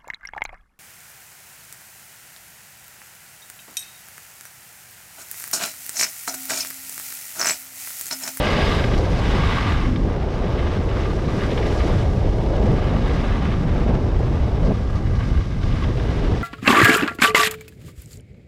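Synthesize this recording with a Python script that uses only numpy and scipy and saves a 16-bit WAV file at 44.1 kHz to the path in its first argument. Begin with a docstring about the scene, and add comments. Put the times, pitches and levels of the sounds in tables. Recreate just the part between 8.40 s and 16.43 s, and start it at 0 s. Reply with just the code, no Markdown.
"""Carving skis in the wind

A skier carves down firm groomed snow with the microphone on the body.
The steel edges crush snow grains: random impulses ring the skis' resonances and make a filtered crunch.
Hissing spray is finer grain noise that partly follows the edges' judder; short bursts slap over ridges.
The airstream buffets the microphone: three bands of noise thump, flutter and rush, their levels shifted by gusts."""
import sys
import numpy as np
from scipy import signal
from scipy.fft import rfft, irfft, next_fast_len
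from scipy.io import wavfile
from scipy.ndimage import uniform_filter1d

SR = 44100
rng = np.random.default_rng(int(sys.argv[2]) if len(sys.argv) > 2 else 0)


def gain_from_decibels(decibels):
    """Convert decibel values to linear amplitude factors."""
    exponent = np.asarray(decibels, float) / 20
    return 10 ** exponent


def bounce(signal):
    """Save signal as a 16-bit WAV file at the path given by the first command-line argument."""
    frames = np.transpose(np.atleast_2d(signal))
    limited = np.clip(frames, -1, 1)
    pcm = np.round(limited * 32767).astype(np.int16)
    wavfile.write(sys.argv[1], SR, pcm)


N = 354119  # samples

# the snow under the skis: start_s, iciness as upper against lower scrape_db, loose powder as extra spray_db
SNOW = [(0, 11, 2.5), (.6, 6, 3), (1.0, 3, 1), (1.6, -3, -0.5), (2.1, 2, -1.5), (2.6, -5, 0.1),
        (3.0, -1, 2), (3.4, 1, 2.5), (4, 7, 1), (4.6, -0.5, -1.5), (5.5, -4, -0.5), (6.2, 1, -1),
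        (6.7, -9, 0), (7.3, 4, 0.5), (8.03, 2, 0.5)]


def carving():
    """The loaded edge grips and judders through the snow, scraping, slapping and throwing spray."""
    bite_db = edge_bite()
    ice_db, powder_db = in_time(SNOW)
    bite_swing_db = bite_db - bite_db.mean()
    # a loaded edge runs steadier: it loses this share of the judder per dB of bite
    looseness = np.clip(1.0 - 0.06 * bite_swing_db, .2, 1.5)
    judder_db = looseness * (0.7 * drift(37) + 1.04 * drift(45))
    grip = rms_one(gain_from_decibels(judder_db)) * gain_from_decibels(bite_db)
    body = scrape(looseness, ice_db)
    return grip * body + slaps(body) + spray(bite_swing_db, powder_db, judder_db)


# an edge is set and held: full_bite_s, hold_s, bite_db, build_db_per_s
EDGINGS = [(0.06, 0.27, -23.5, 47), (.5, 0.056, -35.5, 60), (0.837, 0.17, -29.5, 50),
           (1.073, 0.23, -25.5, 38), (1.414, 0.048, -39.5, 88), (2.054, 0.053, -40, 23),
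           (2.2, 0.14, -35.5, 46), (2.585, 0.027, -33.5, 55), (2.993, 0.58, -33.5, 40),
           (4.266, 0.35, -38, 35), (4.683, 0.22, -34, 23), (4.946, 0.17, -36, 34), (5.294, 0.2, -41, 33),
           (5.877, 0.12, -42.5, 43), (6.24, 0.11, -41, 43), (6.828, 0.08, -39, 300),
           (7.343, 0.059, -37.5, 81), (7.63, 0.5, -37.5, 25)]
RELEASE_DB_PER_S = 64
GLIDE_DB = -42  # flat skis between edgings


def edge_bite():
    """Each edging builds, holds and is released; its power adds to that of the glide; dB."""
    t = np.arange(N) / SR
    power = gain_from_decibels(2 * GLIDE_DB)
    for full_s, hold_s, level_db, build in EDGINGS:
        building_db = build * np.maximum(full_s - t, 0)
        released_db = RELEASE_DB_PER_S * np.maximum(t - full_s - hold_s, 0)
        power = power + gain_from_decibels(2 * (level_db - building_db - released_db))
    return 10 * np.log10(power)


# spectrum of the crushed snow: pitch_hz, density_db (relative)
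CRUNCH = [(500, -10.5), (900, -5), (1400, -8.5), (2500, -16), (3700, -19), (4400, -27.5), (6000, -53)]
# how freely the ski rings: start_s, shift of ringing against crunch_db
RINGING = [(0, 3.5), (.6, 0), (1.1, -0.5), (2.1, -3.5), (3.0, -3), (3.6, 1), (4.6, -0.5), (5.5, -6),
           (6.5, 3), (6.85, 2.5), (7.15, 0.5), (8.03, -6.5)]


def scrape(looseness, ice_db):
    """Breaking grains ring the ski and crunch; harder snow under the edge scrapes brighter."""
    ringing = rms_one(ski_ring(grains(3.8)))
    crunch = coloured(grains(3.1), CRUNCH) * rms_one(gain_from_decibels(0.93 * looseness * drift(19)))
    free_db, = in_time(RINGING)
    mix = gain_from_decibels(free_db / 2 - 3.5) * ringing + gain_from_decibels(-free_db / 2 - 1.5) * crunch
    return evened(tilted(mix, 2450, ice_db), 0.07, 0.1)


# what the skis ring with: pitch_hz, width_hz, level_db (relative)
SKI = [(1085, 45, 0.5), (1193, 42, 5), (1540, 68, -6.5), (1639, 37, 1), (1975, 91, -4.5), (2184, 156, -6.5),
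       (2574, 174, -12.5), (2935, 130, -9.5), (3330, 230, -14.5), (3750, 300, -15), (5040, 250, -18.5)]
MODE_WANDER_DB = 1.3  # the contact moves along the edge and favours other modes


def ski_ring(force):
    """The ski's resonances in parallel, signs alternating, each driven more or less as the contact wanders."""
    out = np.zeros(N)
    for k, (hz, width, level_db) in enumerate(SKI):
        r = np.exp(-np.pi * width / SR)
        poles = [1, -2 * r * np.cos(2 * np.pi * hz / SR), r * r]
        zeros = [(1 - r * r) / 2, 0, (r * r - 1) / 2]  # about unity gain at the peak
        drive = force * rms_one(gain_from_decibels(MODE_WANDER_DB * drift(19)))
        out += (-1) ** k * gain_from_decibels(level_db) * signal.lfilter(zeros, poles, drive)
    return out


GRAINS_PER_S = 9000


def grains(spread_db):
    """Snow crystals break at random, most small and a few large."""
    sizes = gain_from_decibels(spread_db * np.minimum(rng.exponential(1, N), 5)) * rng.choice([-1, 1], N)
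    return rms_one(sizes * (rng.random(N) < GRAINS_PER_S / SR))


# a ski slaps over a ridge: start_s, level_db (relative), brightness_db (added to the top, taken from the bottom)
SLAPS = [(0.439, -7, -2), (0.5112, -13, -8), (0.5354, -10, 2), (1.1797, -12.5, -14), (1.276, -19, -5),
         (1.3204, -19, 3), (1.41, -12, -8), (1.4525, -11, -8), (1.5574, -19, 12), (2.1894, -18, -12),
         (2.2228, -20.5, -13), (2.267, -16, -10), (2.4862, -17, 0), (2.6314, -20, 4), (2.6524, -20, -11),
         (2.8789, -14, -8), (3.004, -13, -2), (3.034, -9, -2), (3.1123, -15, 1), (3.175, -16, 7),
         (3.2236, -13, 0), (3.2585, -15, -2), (3.3994, -14, 7), (3.449, -26, 3), (3.5019, -18, 4),
         (3.5807, -23, 3), (4.6922, -18, -8), (4.7366, -21, 0), (5.05, -16, -11), (5.12, -17, 6),
         (6.665, -25, -10), (6.7507, -24, 4), (6.8034, -17, -7), (6.9706, -18, -6), (7.004, -23, -9),
         (7.11, -27, -10), (7.229, -15, 2), (7.32, -19, 2), (7.42, -15, -9), (7.436, -14, -1)]
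SLAP_FALL_S = 0.0059
SLAP_SCRAPE_SHARE = 0.65  # scrape against the squall
KNOCK_DB = 15  # drive of the ringing against the squall


def slaps(body):
    """Each slap is a squall of scrape that also sets the ski ringing on; top and bottom have their own level."""
    start_s, level_db, bright_db = np.transpose(SLAPS)
    force = rng.standard_normal(N)
    out = 0
    # one band is inverted so that the two join smoothly at the crossover
    for side, sign in (("low", -1), ("high", 1)):
        squall = squalls(np.c_[start_s, level_db + sign * bright_db], SLAP_FALL_S)
        hit = SLAP_SCRAPE_SHARE * squall * body + gain_from_decibels(KNOCK_DB) * ski_ring(squall * force)
        out = out + sign * signal.sosfilt(signal.butter(2, 1900, side, fs=SR, output="sos"), hit)
    return out


# a clump of snow bursts into spray: start_s, level_db (relative)
SPURTS = [(0.4379, -37), (0.5756, -21), (0.7701, -32), (2.9382, -36), (3.2645, -27), (3.3747, -26),
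          (4.7336, -32), (6.2482, -36), (6.5535, -30), (6.7506, -39), (7.2305, -35), (7.275, -34),
          (7.896, -43)]
SPURT_FALL_S = 0.012
FINE_SPURT_SHARE = .3  # how much of a spurt reaches the fine powder
PLUME_DB, PLUME_FOLLOWS_BITE = -48.5, 0.46  # level at mean bite before powder; share of the bite's swing
DUST_SWINGS_MORE = .25  # the fine powder's swing beyond the coarse spray's, as a share


def spray(bite_swing_db, powder_db, judder_db):
    """Thrown snow hisses more the harder the edge bites; clumps burst into it."""
    coarse_db = PLUME_DB + PLUME_FOLLOWS_BITE * bite_swing_db + powder_db
    fine_db = coarse_db + DUST_SWINGS_MORE * (coarse_db - coarse_db.mean())
    spurt = squalls(SPURTS, SPURT_FALL_S)
    coarse = spray_stream("low", judder_db)
    fine = spray_stream("high", judder_db)
    return (gain_from_decibels(coarse_db) + spurt) * coarse + (gain_from_decibels(fine_db) + FINE_SPURT_SHARE * spurt) * fine


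# spectrum of the flying snow: pitch_hz, density_db (relative)
SPRAY = [(2500, -8.5), (4000, -4), (5600, -4.5), (7000, -13), (9000, -19), (11000, -25.5), (12400, -24),
         (13300, -53), (14400, -60)]


def spray_stream(side, judder_db):
    """Coarse clumps (low) or fine powder (high): grains that follow the judder in part and flicker by themselves."""
    stream = coloured(grains(0.78), SPRAY) * rms_one(gain_from_decibels(0.33 * judder_db + 1.0 * drift(25)))
    return signal.sosfilt(signal.butter(3, 6500, side, fs=SR, output="sos"), stream)


SQUALL_RISE_S = 0.0026
CREST_DB = 12  # taken off each listed level, as room for the noise's peaks above its rms


def squalls(events, fall_s):
    """Level curve of short squalls of extra noise: quick rise, slower fall."""
    start_s, level_db = np.transpose(events)
    marks = np.zeros(N)
    marks[(start_s * SR).astype(int)] = gain_from_decibels(level_db)
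    t = np.arange(int(.06 * SR)) / SR
    envelope = (1 - np.exp(-t / SQUALL_RISE_S)) * np.exp(-t / fall_s)
    return gain_from_decibels(-CREST_DB) * signal.fftconvolve(marks, envelope)[:N]


# the airstream before gusts: start_s, rush_db, large eddies as swing of thump_db, middle eddies as flutter_db
AIRSTREAM = [(0, -23, -2.5, -24), (.6, -24.5, 2.5, -25), (1.0, -29.5, 1, -28.5), (1.5, -33.5, 2.5, -22),
             (1.8, -30.5, -5, -34.5), (2.4, -29, 0, -28), (2.9, -32.5, -2, -25.5), (3.25, -24.5, 0, -27.5),
             (3.7, -29, 2, -30), (4.15, -23, 2, -25.5), (4.7, -31, -2, -28.5), (5.15, -31.5, 1.5, -23),
             (5.5, -27.5, 2, -24), (5.9, -28, 2.5, -26), (6.5, -32, 1, -28), (6.85, -36, 2, -25),
             (7.15, -31.5, 5.5, -21.5), (7.5, -34.5, 0.5, -32), (7.9, -29, -0.5, -27),
             (8.03, -31, 3.5, -20.5)]
# the rush brightens and dulls: start_s, upper against lower part_db
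RUSH_BRIGHTNESS = [(0, 16.5), (.3, 3), (.6, 3), (.85, 0), (1.2, -13.5), (2, 3), (2.9, -25), (3.5, 0.5),
                   (4, -7), (4.9, 4.5), (5.5, -2), (6.2, 0.5), (7.2, -2.5), (8.03, -11)]
# spectra of the thump, flutter and rush: pitch_hz, density_db (relative)
BUFFET = [(14, -56), (22, -5.5), (38, 0), (70, -2.5), (110, -6), (170, -16.5), (400, -46.5)]
FLUTTER = [(70, -14), (120, -2), (200, -3.5), (270, -6.5), (340, -12.5), (420, -25), (900, -61)]
RUSH = [(200, -23), (320, -2.5), (400, 0.5), (520, -2.5), (650, -5.5), (900, -11), (1400, -22), (3000, -38)]
THUMP_DB = -20  # before its swing and the gusts
# how strongly each size of eddy follows a gust's level before and after its break
THUMP_FEELS, FLUTTER_FEELS, RUSH_FEELS = (0.53, 0.66), (1.76, 0.9), (1, 0.6)


def wind():
    """Eddies of three sizes: the largest thump on the membrane, smaller ones flutter and rush in shared lumps."""
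    rush_db, thump_swing_db, flutter_db = in_time(AIRSTREAM)
    brightness_db, = in_time(RUSH_BRIGHTNESS)
    thump_gust_db, flutter_gust_db, rush_gust_db = np.array([THUMP_FEELS, FLUTTER_FEELS, RUSH_FEELS]) @ gusts()
    lumps = drift(45)
    thump = evened(coloured(rng.standard_normal(N), BUFFET), 0.23, 0.51)
    flutter = coloured(rng.standard_normal(N), FLUTTER) * gain_from_decibels(2.3 * lumps)
    flutter = evened(flutter, 0.22, 0.43)
    rush = coloured(rng.standard_normal(N), RUSH) * gain_from_decibels(0.31 * lumps + 1.33 * drift(30))
    rush = evened(tilted(rush, 580, brightness_db), 0.037, 0.3)
    return (gain_from_decibels(THUMP_DB + thump_swing_db + thump_gust_db) * thump
            + gain_from_decibels(flutter_db + flutter_gust_db) * flutter
            + gain_from_decibels(rush_db + rush_gust_db) * rush)


# the wind's level shifts toward a break and after it: break_s, before_db, after_db (either sign)
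GUSTS = [(.75, 1.5, -2.5), (.89, 2.5, 6), (1.12, -1, -3), (1.5, 0.5, 0.5), (1.72, 4.5, 5.5), (2.08, 3, 4),
         (3.55, 4.5, 3.5), (4.35, 4.5, 1), (4.62, 3.5, 5.5), (5.55, 2, -0.5), (6.33, 6.5, -3),
         (7.02, -1, -11.5), (7.36, 1.5, -4.5), (7.51, 7, 5), (7.95, 2.5, -3.5)]
BEFORE_S, AFTER_S = 0.11, 0.25  # reach of the two shifts


def gusts():
    """Each gust shifts the level up or down toward its break, then another shift fades; rows before and after, dB."""
    t = np.arange(N) / SR
    out = np.zeros((2, N))
    for break_s, before_db, after_db in GUSTS:
        out[0] += (t < break_s) * before_db * np.exp(-((break_s - t) / BEFORE_S) ** 2)
        out[1] += (t >= break_s) * after_db * np.exp(-((t - break_s) / AFTER_S) ** 2)
    return uniform_filter1d(out, int(0.013 * SR))  # softens the break


def rms_one(x):
    """Scale to rms 1."""
    return x / np.sqrt(np.mean(x ** 2) + 1e-20)


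def in_time(rows):
    """Columns of a curve table, one value a sample."""
    start_s, *columns = np.transpose(rows)
    return [np.interp(np.arange(N) / SR, start_s, column) for column in columns]


def drift(rate_hz):
    """Slow chance of spread 1: noise twice through a one-pole low-pass, made at every 40th sample."""
    r = np.exp(-2 * np.pi * rate_hz * 40 / SR)
    noise = rng.standard_normal(N // 40 + 2002)
    slow = signal.lfilter([1], [1, -2 * r, r * r], noise)[2000:]  # skip the filter's start
    return np.interp(np.arange(N) / 40, np.arange(len(slow)), rms_one(slow))


def coloured(x, spectrum):
    """Give a signal a spectrum, drawn in dB over log frequency; rms 1."""
    size = next_fast_len(N)
    hz, db = np.transpose(spectrum)
    log_hz = np.log(np.fft.rfftfreq(size, 1 / SR) + 1)
    shape = gain_from_decibels(np.interp(log_hz, np.log(hz), db, left=-80, right=-80))
    return rms_one(irfft(rfft(x, size) * shape, size)[:N])


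def evened(x, span_s, share):
    """Divide out a share of the level swings slower than the span; rms 1."""
    span = int(span_s * SR)
    power = uniform_filter1d(uniform_filter1d(x ** 2, span), span)
    return rms_one(x / (power + 1e-9) ** (np.clip(share, 0, 1) / 2))


def tilted(x, pivot_hz, tilt_db):
    """Raise what lies above the pivot against what lies below."""
    low = signal.sosfilt(signal.butter(2, pivot_hz, fs=SR, output="sos"), x)
    high = signal.sosfilt(signal.butter(2, pivot_hz, "high", fs=SR, output="sos"), x)
    return low * gain_from_decibels(-tilt_db / 2) - high * gain_from_decibels(tilt_db / 2)


def scene():
    """Skis and wind, heard at one microphone."""
    return (carving() + wind())[None]


def low_pass(x):
    """Removes everything above the highest recorded frequency."""
    return signal.sosfilt(signal.butter(12, 13850, fs=SR, output="sos"), x)


CUTOFF_HZ = 15500  # from here up the low-pass takes off at least 60 dB


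def record(dry):
    """The loudest peaks are rounded off and the top is cut."""
    rounded = 0.69 * np.tanh(dry / 0.75)
    mix = signal.sosfilt(signal.cheby2(10, 60, CUTOFF_HZ, fs=SR, output="sos"), rounded)
    return low_pass(mix)


dry = scene()
out = record(dry)
bounce(out)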